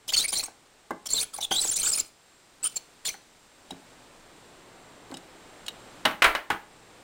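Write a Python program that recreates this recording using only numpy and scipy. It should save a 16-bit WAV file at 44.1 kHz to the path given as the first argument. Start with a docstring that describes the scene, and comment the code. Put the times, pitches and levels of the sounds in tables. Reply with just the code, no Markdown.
"""Tin opener on a kitchen counter

Close to a small microphone, a hand-cranked opener jerks round the rim of a full tin: gritty noise
scrapes, and wandering near-sines squeal. Decaying modes make the tin thud and the opener tick as it
comes off; it is laid on the counter and bounces, in noise that dies away band by band.
A kitchen echo follows, low rumble passes through the counter, and room hum and hiss lie underneath."""
import sys
import numpy as np
from scipy import signal
from scipy.fft import rfft, irfft
from scipy.io import wavfile
from scipy.ndimage import uniform_filter1d

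SR = 44100
rng = np.random.default_rng(int(sys.argv[2]) if len(sys.argv) > 2 else 0)


def pcm_store(signal):
    """Save signal as 16-bit PCM."""
    levels = np.round(np.clip(np.atleast_2d(signal), -1, 1) * 32767)
    wavfile.write(sys.argv[1], SR, levels.astype(np.int16).T)


N = 310192  # samples, about 7 s

# room background over time: [t/s, hum level/dB, hiss level/dB]
FLOOR_LEVELS = [(0, -62.5, -60), (.6, -62, -59.5), (2.1, -65.5, -60), (2.8, -61.5, -57), (3.499, -62, -58),
                (3.75, -55, -56), (5, -52, -56.5), (6, -49, -53.5), (6.3, -58.5, -60), (7.03, -52, -56)]
# relative spectrum of the room hum: [f/Hz, level/dB]
HUM_SPECTRUM = [(12, -36), (20, 2.5), (38, -10.5), (115, -8), (250, -4.5), (292, -2.5), (664, -5.5),
                (742, -5), (4000, -20), (5200, -35.5), (8800, -120)]
# relative spectrum of the hiss: [f/Hz, level/dB]
HISS_SPECTRUM = [(880, -4), (1500, -4.5), (3220, -7.5), (3880, -6.5), (5710, -10), (7170, -10.5),
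                 (7760, -9.5), (9650, -12), (10600, -24.5), (15100, -20.5), (16000, -30.5)]
# thin tones of fixed pitch in the hiss: [f/Hz, mean level over the hiss/dB]
WHINE_TONES = [(7000, -22.5), (7555, -18), (7585, -12.5), (8000, -23), (8300, -18)]
HUM_TONE_HZ = 115

# jerks of the cutting wheel: [t/s, length/s, scrape level/dB]
SLIPS = [(0.079, 0.026, -32.5), (0.121, 0.016, -33), (0.136, 0.017, -29.5), (0.162, 0.056, -29.5),
         (0.219, 0.034, -34.5), (0.28, 0.028, -36.5), (0.321, 0.028, -32), (0.352, 0.061, -32),
         (0.427, 0.018, -36.5), (0.457, 0.0076, -42.5), (1.058, 0.015, -34.5), (1.088, 0.014, -40),
         (1.102, 0.048, -33.5), (1.154, 0.079, -30.5), (1.335, 0.017, -40), (1.357, 0.0085, -40.5),
         (1.376, 0.012, -36), (1.406, 0.046, -36.5), (1.509, 0.077, -33), (1.595, 0.052, -31),
         (1.651, 0.052, -33.5), (1.708, 0.0357, -35), (1.758, 0.066, -32), (1.828, 0.075, -30.5),
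         (1.914, 0.05, -32), (1.973, 0.036, -30.5), (2.042, 0.039, -55.5), (2.633, 0.043, -35.5),
         (2.69, 0.04, -52.5), (2.741, 0.0078, -50), (2.759, 0.014, -33.5), (3.051, 0.046, -31.5),
         (3.105, 0.041, -50.5)]
# relative spectrum of the scrape: [f/Hz, level/dB]
SCRAPE_SPECTRUM = [(88, -38.5), (150, -12.5), (504, -6.5), (1870, -15.5), (2270, -9.5), (2810, -11.5),
                   (4410, -4.5), (5360, -7), (7180, -4.5), (9630, -7.5), (10600, -12.5), (16000, -7)]
# squeals that stand out: [t/s, glide length/s, start f/Hz, end f/Hz, level/dB]
SQUEALS = [(0.091, 0.013, 2900, 3210, -31.5), (0.136, 0.016, 4390, 4530, -22.5),
           (0.143, 0.016, 3040, 3200, -30), (0.169, 0.02, 4370, 4410, -20.5),
           (0.176, 0.015, 6710, 6860, -23), (0.19, 0.037, 3490, 4140, -28), (0.22, 0.032, 9040, 8640, -39),
           (0.242, 0.018, 2170, 2270, -35.5), (0.244, 0.017, 9800, 9500, -26),
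           (0.285, 0.022, 8600, 9100, -32), (0.329, 0.015, 9830, 9700, -27.5),
           (0.355, 0.026, 4180, 4210, -30), (0.396, 0.012, 4300, 4250, -28),
           (0.437, 0.0087, 7230, 8040, -30.5), (1.104, 0.044, 4400, 4280, -35),
           (1.133, 0.007, 7500, 7350, -19), (1.149, 0.021, 7500, 7500, -29.5),
           (1.153, 0.044, 4350, 3630, -28), (1.184, 0.026, 3600, 4470, -28),
           (1.207, 0.015, 8800, 8800, -27), (1.229, 0.014, 9840, 9800, -31.5),
           (1.343, 0.0093, 9300, 9790, -33.5), (1.424, 0.028, 3580, 3550, -29.5),
           (1.511, 0.018, 3106, 3300, -27.5), (1.535, 0.024, 3280, 3280, -29.5),
           (1.558, 0.041, 7300, 7960, -32.5), (1.563, 0.037, 3750, 4000, -26),
           (1.602, 0.019, 9400, 9770, -29), (1.615, 0.038, 7950, 7840, -26.5),
           (1.654, 0.023, 6570, 6700, -32), (1.683, 0.021, 7400, 7340, -24.5),
           (1.71, 0.02, 9200, 9800, -28.5), (1.734, 0.057, 6990, 7300, -33.5),
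           (1.762, 0.012, 7970, 8300, -28), (1.798, 0.015, 8270, 8600, -26.5),
           (1.832, 0.0096, 7010, 6960, -23.5), (1.849, 0.029, 6920, 7470, -26),
           (1.85, 0.021, 7830, 8050, -26.5), (1.876, 0.026, 7100, 7300, -31),
           (1.89, 0.016, 8190, 8300, -26.5), (1.914, 0.024, 8000, 7000, -25.5),
           (1.934, 0.011, 4940, 5500, -25.5), (1.954, 0.031, 9500, 9370, -29),
           (1.994, 0.0084, 7700, 7300, -21), (2.63, 0.0071, 7780, 7820, -28.5),
           (2.641, 0.037, 8940, 9060, -25.5), (2.643, 0.036, 3150, 2990, -40.5),
           (2.645, 0.03, 1227, 1284, -46.5), (2.758, 0.013, 7500, 7180, -25),
           (3.052, 0.024, 7290, 7080, -32), (3.058, 0.031, 3550, 3320, -39.5),
           (3.083, 0.024, 2150, 2260, -38.5)]
# modes of wheel and lid for the lesser squeals: [centre f/Hz, highest level over the scrape/dB]
WHEEL_MODES = [(3200, -3), (4300, -2.5), (6100, -1), (7200, 2), (8500, 2), (9200, 0.5), (9800, -1.5)]
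# mean rate while slipping, middle glide length, scale of the glide as a share of the pitch
LESSER_PER_S, LESSER_S, LESSER_GLIDE = 90, 0.0091, 0.03

# blows on the tin: [t/s, peak level of the ring/dB, f favoured/Hz]
THUDS = [(0.327, -28, 760), (0.431, -35.5, 821), (0.481, -31.5, 710), (0.907, -19, 830),
         (1.134, -35.5, 420), (1.386, -26.5, 820), (1.512, -17, 694), (1.648, -28.5, 408),
         (2.632, -42, 1260), (2.761, -40, 646), (3.141, -35.5, 1010), (3.705, -30.5, 579),
         (3.719, -33.5, 285), (5.101, -34.5, 296), (5.119, -31.5, 328), (5.141, -34.5, 659),
         (6.057, -11.5, 700), (6.35, -15, 1140), (6.502, -12.5, 1500), (6.508, -26.5, 274)]
# what rings in the tin: [centre f/Hz, relative level/dB, t60/s]
TIN_MODES = [(273.8, -5, 0.16), (407, -5.5, 0.059), (570, -1.5, 0.045), (818, 5.5, 0.038),
             (1033, 1.5, 0.036), (1538, 1, 0.044), (2047, -4.5, 0.057)]
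# knocks of the opener: [t/s, peak level of the ring/dB, f favoured/Hz]
TICKS = [(2.7894, -49, 4750), (3.7074, -28, 3840), (5.1138, -36.5, 4090), (5.1412, -29, 4160),
         (5.1702, -30, 5460), (5.664, -30, 4600), (5.682, -17, 3270), (5.705, -42, 2530),
         (6.0536, -10.5, 2950), (6.2232, -10, 3050), (6.2423, -12, 2740), (6.247, -26, 6900),
         (6.262, -25.5, 2900), (6.351, -23, 2800), (6.5041, -23, 2860), (6.519, -34, 4270)]
# what rings in the opener: [centre f/Hz, relative level/dB, t60/s]
OPENER_MODES = [(2960, 5.5, 0.042), (3260, 1, 0.026), (3857, 1, 0.057), (4310, 6.5, 0.014),
                (5260, -2, 0.047), (6930, 5.5, 0.039), (8050, 21.5, 0.0091), (9000, 14.5, 0.028)]

# the opener meets the counter: [t/s, relative level/dB, brightness/dB per octave]
BANGS = [(6.052, -4.5, -0.5), (6.109, -23.5, 1), (6.221, -0.5, 0.5), (6.243, 1.5, -0.5), (6.262, -18, -5.5),
         (6.35, -12, -0.5), (6.503, -12, 0), (6.519, -21.5, -3)]
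# relative spectrum of the counter when struck: [f/Hz, level/dB]
COUNTER_SPECTRUM = [(15, -24), (35, -19.5), (70, -35), (170, -43), (280, -14), (480, -15.5), (1000, -6),
                    (1500, -2.5), (3200, -10), (5400, -25), (7400, -30.5), (10500, -30.5), (12000, -43),
                    (14000, -29), (16000, -37)]
# how long the counter rings: [f/Hz, t60/s]
COUNTER_DECAY = [(100, 0.24), (800, 0.21), (2000, 0.16), (5000, 0.11), (14000, 0.31)]

ROOM_T60_S, ROOM_DB = 0.31, -13
DRY_SHARE = .35  # share of squeals and ticks that reaches the echo
TOP_HZ = 15900  # upper limit of the recorder


def undb(db):
    """Turns dB into an amplitude factor."""
    return 10 ** (np.asarray(db) / 20)


def unit(x):
    """Scales x to rms 1."""
    return x / np.sqrt(np.mean(x ** 2))


def read(table, hz):
    """Reads a table by frequency, on a log-frequency axis."""
    f, value = np.transpose(table)
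    return np.interp(np.log(np.maximum(hz, 1)), np.log(f), value)


def colour(x, table):
    """Filters x by the spectrum of a table and scales it to rms 1."""
    gain = undb(read(table, np.fft.rfftfreq(len(x), 1 / SR)))
    return unit(irfft(rfft(x) * gain, len(x)))


def walk(rate, size):
    """Random levels, a new one every 1 / rate s, smoothed twice; spread near 1."""
    hold = max(int(SR / rate), 1)
    steps = np.repeat(rng.standard_normal(size // hold + 1), hold)
    return 1.44 * uniform_filter1d(uniform_filter1d(steps, hold), hold)[:size]


def add(out, s, x):
    """Mixes x in at s seconds."""
    i = int(s * SR)
    out[i:i + len(x)] += x[:N - i]


def fade(t, t60):
    """Exponential decay by 60 dB in t60 seconds."""
    return np.exp(-np.log(1000) * t / t60)


def background():
    """Room hum with a low tone, and hiss with thin tones; hum, hiss and tones follow their own levels."""
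    t = np.arange(N) / SR
    s, hum_db, hiss_db = np.transpose(FLOOR_LEVELS)
    hum_tone = undb(-17 + 4 * walk(18, N)) * np.sin(2 * np.pi * HUM_TONE_HZ * t)
    hum_gain = undb(np.interp(t, s, hum_db) + 0.35 * walk(4.6, N))
    hum = hum_gain * (colour(rng.standard_normal(N), HUM_SPECTRUM) + hum_tone)
    whine = sum(undb(db + 2. * walk(7.3, N)) * np.sin(2 * np.pi * hz * t) for hz, db in WHINE_TONES)
    hiss = colour(rng.standard_normal(N), HISS_SPECTRUM) + whine
    return hum + undb(np.interp(t, s, hiss_db)) * hiss


def push():
    """How hard the wheel scrapes: quick to start, a little slower to stop."""
    t, effort = np.arange(N) / SR, np.zeros(N)
    for s, length, db in SLIPS:
        start = np.clip((t - s) / .007 + .7, 0, 1) ** 2
        stop = fade(np.maximum(t - s - length, 0), 0.028)
        effort = np.maximum(effort, undb(db) * start * stop)
    return effort


def rumble(effort):
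    """Low shaking passed on through the counter while the hand works."""
    shake = colour(rng.standard_normal(N), [(15, 1), (30, -6.5), (100, -9), (250, -18.0), (600, -54)])
    return undb(-19) * uniform_filter1d(effort, int(.08 * SR)) * shake


def tone(length, hz0, hz1):
    """Contact locked on to a mode of wheel or lid: a near sine that wanders and throbs, with a weak octave."""
    t = np.arange(int((length + .004) * SR)) / SR
    hz = np.interp(t, [0, length], [hz0, hz1]) + 110 * walk(700, len(t))
    phase = 2 * np.pi * np.cumsum(hz) / SR
    # fast unevenness spreads a noisy skirt round the line
    rasp = 1 + .25 * walk(1800, len(t))
    # only squeals that end below 7 kHz carry the octave
    octave = undb(-18.0) * np.sin(2 * phase) * (hz1 < 7000)
    # linear rise in 0.86 ms, linear fall in 2.6 ms
    shape = np.sqrt(2) * np.clip(np.minimum(t / 0.00086, (t[-1] - t) / 0.0026), 0, 1)
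    throb = undb(2.96 * np.minimum(walk(330, len(t)), 1.2))
    return throb * shape * rasp * (np.sin(phase) + octave)


def scrape():
    """Dense grit clicks of uneven size, and a swarm of faint brief squeals at pitches spread at random."""
    grit = rng.standard_normal(N) * undb(2. * rng.exponential(size=N))
    swarm = np.zeros(N)
    for when, length, pitch, glide, size in rng.random((1300, 5)):
        hz = 1000 + 10000 * pitch
        squeal = tone(.002 + .014 * length ** 2, hz, hz + 500 * (glide - .4))
        add(swarm, 3.3 * when, undb(10 * size) * squeal)
    return colour(unit(grit) + undb(-1.5) * unit(swarm), SCRAPE_SPECTRUM)


def squeals():
    """Stick and slip at the rim: loud squeals one by one, lesser ones by chance within the jerks."""
    out = np.zeros(N)
    for s, length, hz0, hz1, db in SQUEALS:
        add(out, s - .001, undb(db) * tone(length, hz0, hz1))
    for s, slip, slip_db in SLIPS:
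        chance = rng.random((8, 7))  # up to eight lesser squeals a jerk
        for keep, when, mode, length, tune, glide, size in chance:
            if keep < LESSER_PER_S * slip / len(chance):
                hz, db = WHEEL_MODES[int(mode * len(WHEEL_MODES))]
                hz = hz * (1 + .06 * (tune - .5))
                end_hz = hz * (1 + LESSER_GLIDE * (2 * glide - .7))
                squeal = tone(LESSER_S * (.5 + length), hz, end_hz)
                add(out, s + .7 * slip * when, undb(slip_db + db - 9.9 * size) * squeal)
    return out


def strike(blows, modes, slope_db, crack_db, contact_s):
    """Blows ring shared modes, favouring those near their own pitch; rattle roughens them over a noise crack."""
    out, t = np.zeros(N), np.arange(SR // 4) / SR
    hz, db, t60 = np.transpose(modes)[:, :, None]
    for s, peak_db, blow_hz in blows:
        chance = rng.standard_normal((2, len(modes), 1))
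        # slope_db is lost per octave away from the pitch of the blow
        gain = undb(db - slope_db * abs(np.log2(hz / blow_hz)) + 2. * chance[0])
        rattle = np.array([1 + 1.07 * walk(420, len(t)) for _ in modes])
        sines = np.sin(2 * np.pi * hz * (1 + 0.017 * chance[1]) * t)
        ring = np.sum(gain * rattle * fade(t, t60) * sines, axis=0)
        ring = ring * (1 - np.exp(-t / contact_s))  # a softer contact rises more slowly
        crack_spectrum = [(60, -40), (180, -12), (blow_hz, 0), (10000, -8), (15000, -14)]
        crack = colour(rng.standard_normal(len(t)), crack_spectrum) * fade(t, 0.041)
        add(out, s, undb(peak_db) * (ring / abs(ring).max() + undb(crack_db) * crack))
    return out


def bangs():
    """The counter has too many modes to tell apart: noise with a stronger onset dies away band by band."""
    out, t = np.zeros(N), np.arange(SR // 2) / SR
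    f = np.fft.rfftfreq(len(t), 1 / SR)
    for s, level_db, tilt_db in BANGS:
        spectrum = rfft(colour(rng.standard_normal(len(t)), COUNTER_SPECTRUM))
        bang = 0
        for hz in 30 * 2 ** np.arange(10):  # overlapping bands, an octave apart
            weight = np.clip(1 - abs(np.log2(np.maximum(f, 1) / hz)), 0, 1)
            band = irfft(spectrum * weight, len(t))
            tilt = undb(tilt_db * np.log2(hz / 1500))
            bang = bang + tilt * band * fade(t, read(COUNTER_DECAY, hz))
        onset = 1 + 0.26 * fade(t, 0.025)
        add(out, s, undb(level_db - 12) * bang * onset)
    return out


def kitchen(x):
    """Kitchen echo: decaying noise that starts after the first wall, duller than the direct sound."""
    t = np.arange(SR // 2) / SR
    echo = colour(rng.standard_normal(len(t)), [(200, 4), (3000, 0.0), (12000, -8.0)])
    echo = echo * fade(t, ROOM_T60_S) * (t > .004)
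    return undb(ROOM_DB) * signal.fftconvolve(x, echo / np.sqrt(np.sum(echo ** 2)))[:N]


def scene():
    """Sums the opener, tin and counter with their echo, the rumble and the room background."""
    effort = push()
    # the wheel judders, so scrape and squeals flutter together
    judder = undb(1.47 * np.minimum(walk(170, N), 1))
    thuds = strike(THUDS, TIN_MODES, slope_db=7, crack_db=-20.5, contact_s=0.0013)
    ticks = strike(TICKS, OPENER_MODES, slope_db=18.5, crack_db=-13, contact_s=0.00016)
    near = judder * effort * scrape() + thuds + bangs()
    # squeals and ticks sound drier than the scrape and the blows
    drier = judder * squeals() + ticks
    room = kitchen(near + DRY_SHARE * drier)
    return (near + drier + room + rumble(effort) + background())[None]


def record(dry):
    """The recorder rounds the loudest peaks (tanh) and cuts the top (steep low-pass)."""
    rounded = np.tanh(1.045 * dry) / 1.188
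    top_cut = signal.ellip(10, .2, 80, TOP_HZ, fs=SR, output="sos")
    return signal.sosfilt(top_cut, rounded)


dry = scene()
out = record(dry)
pcm_store(out)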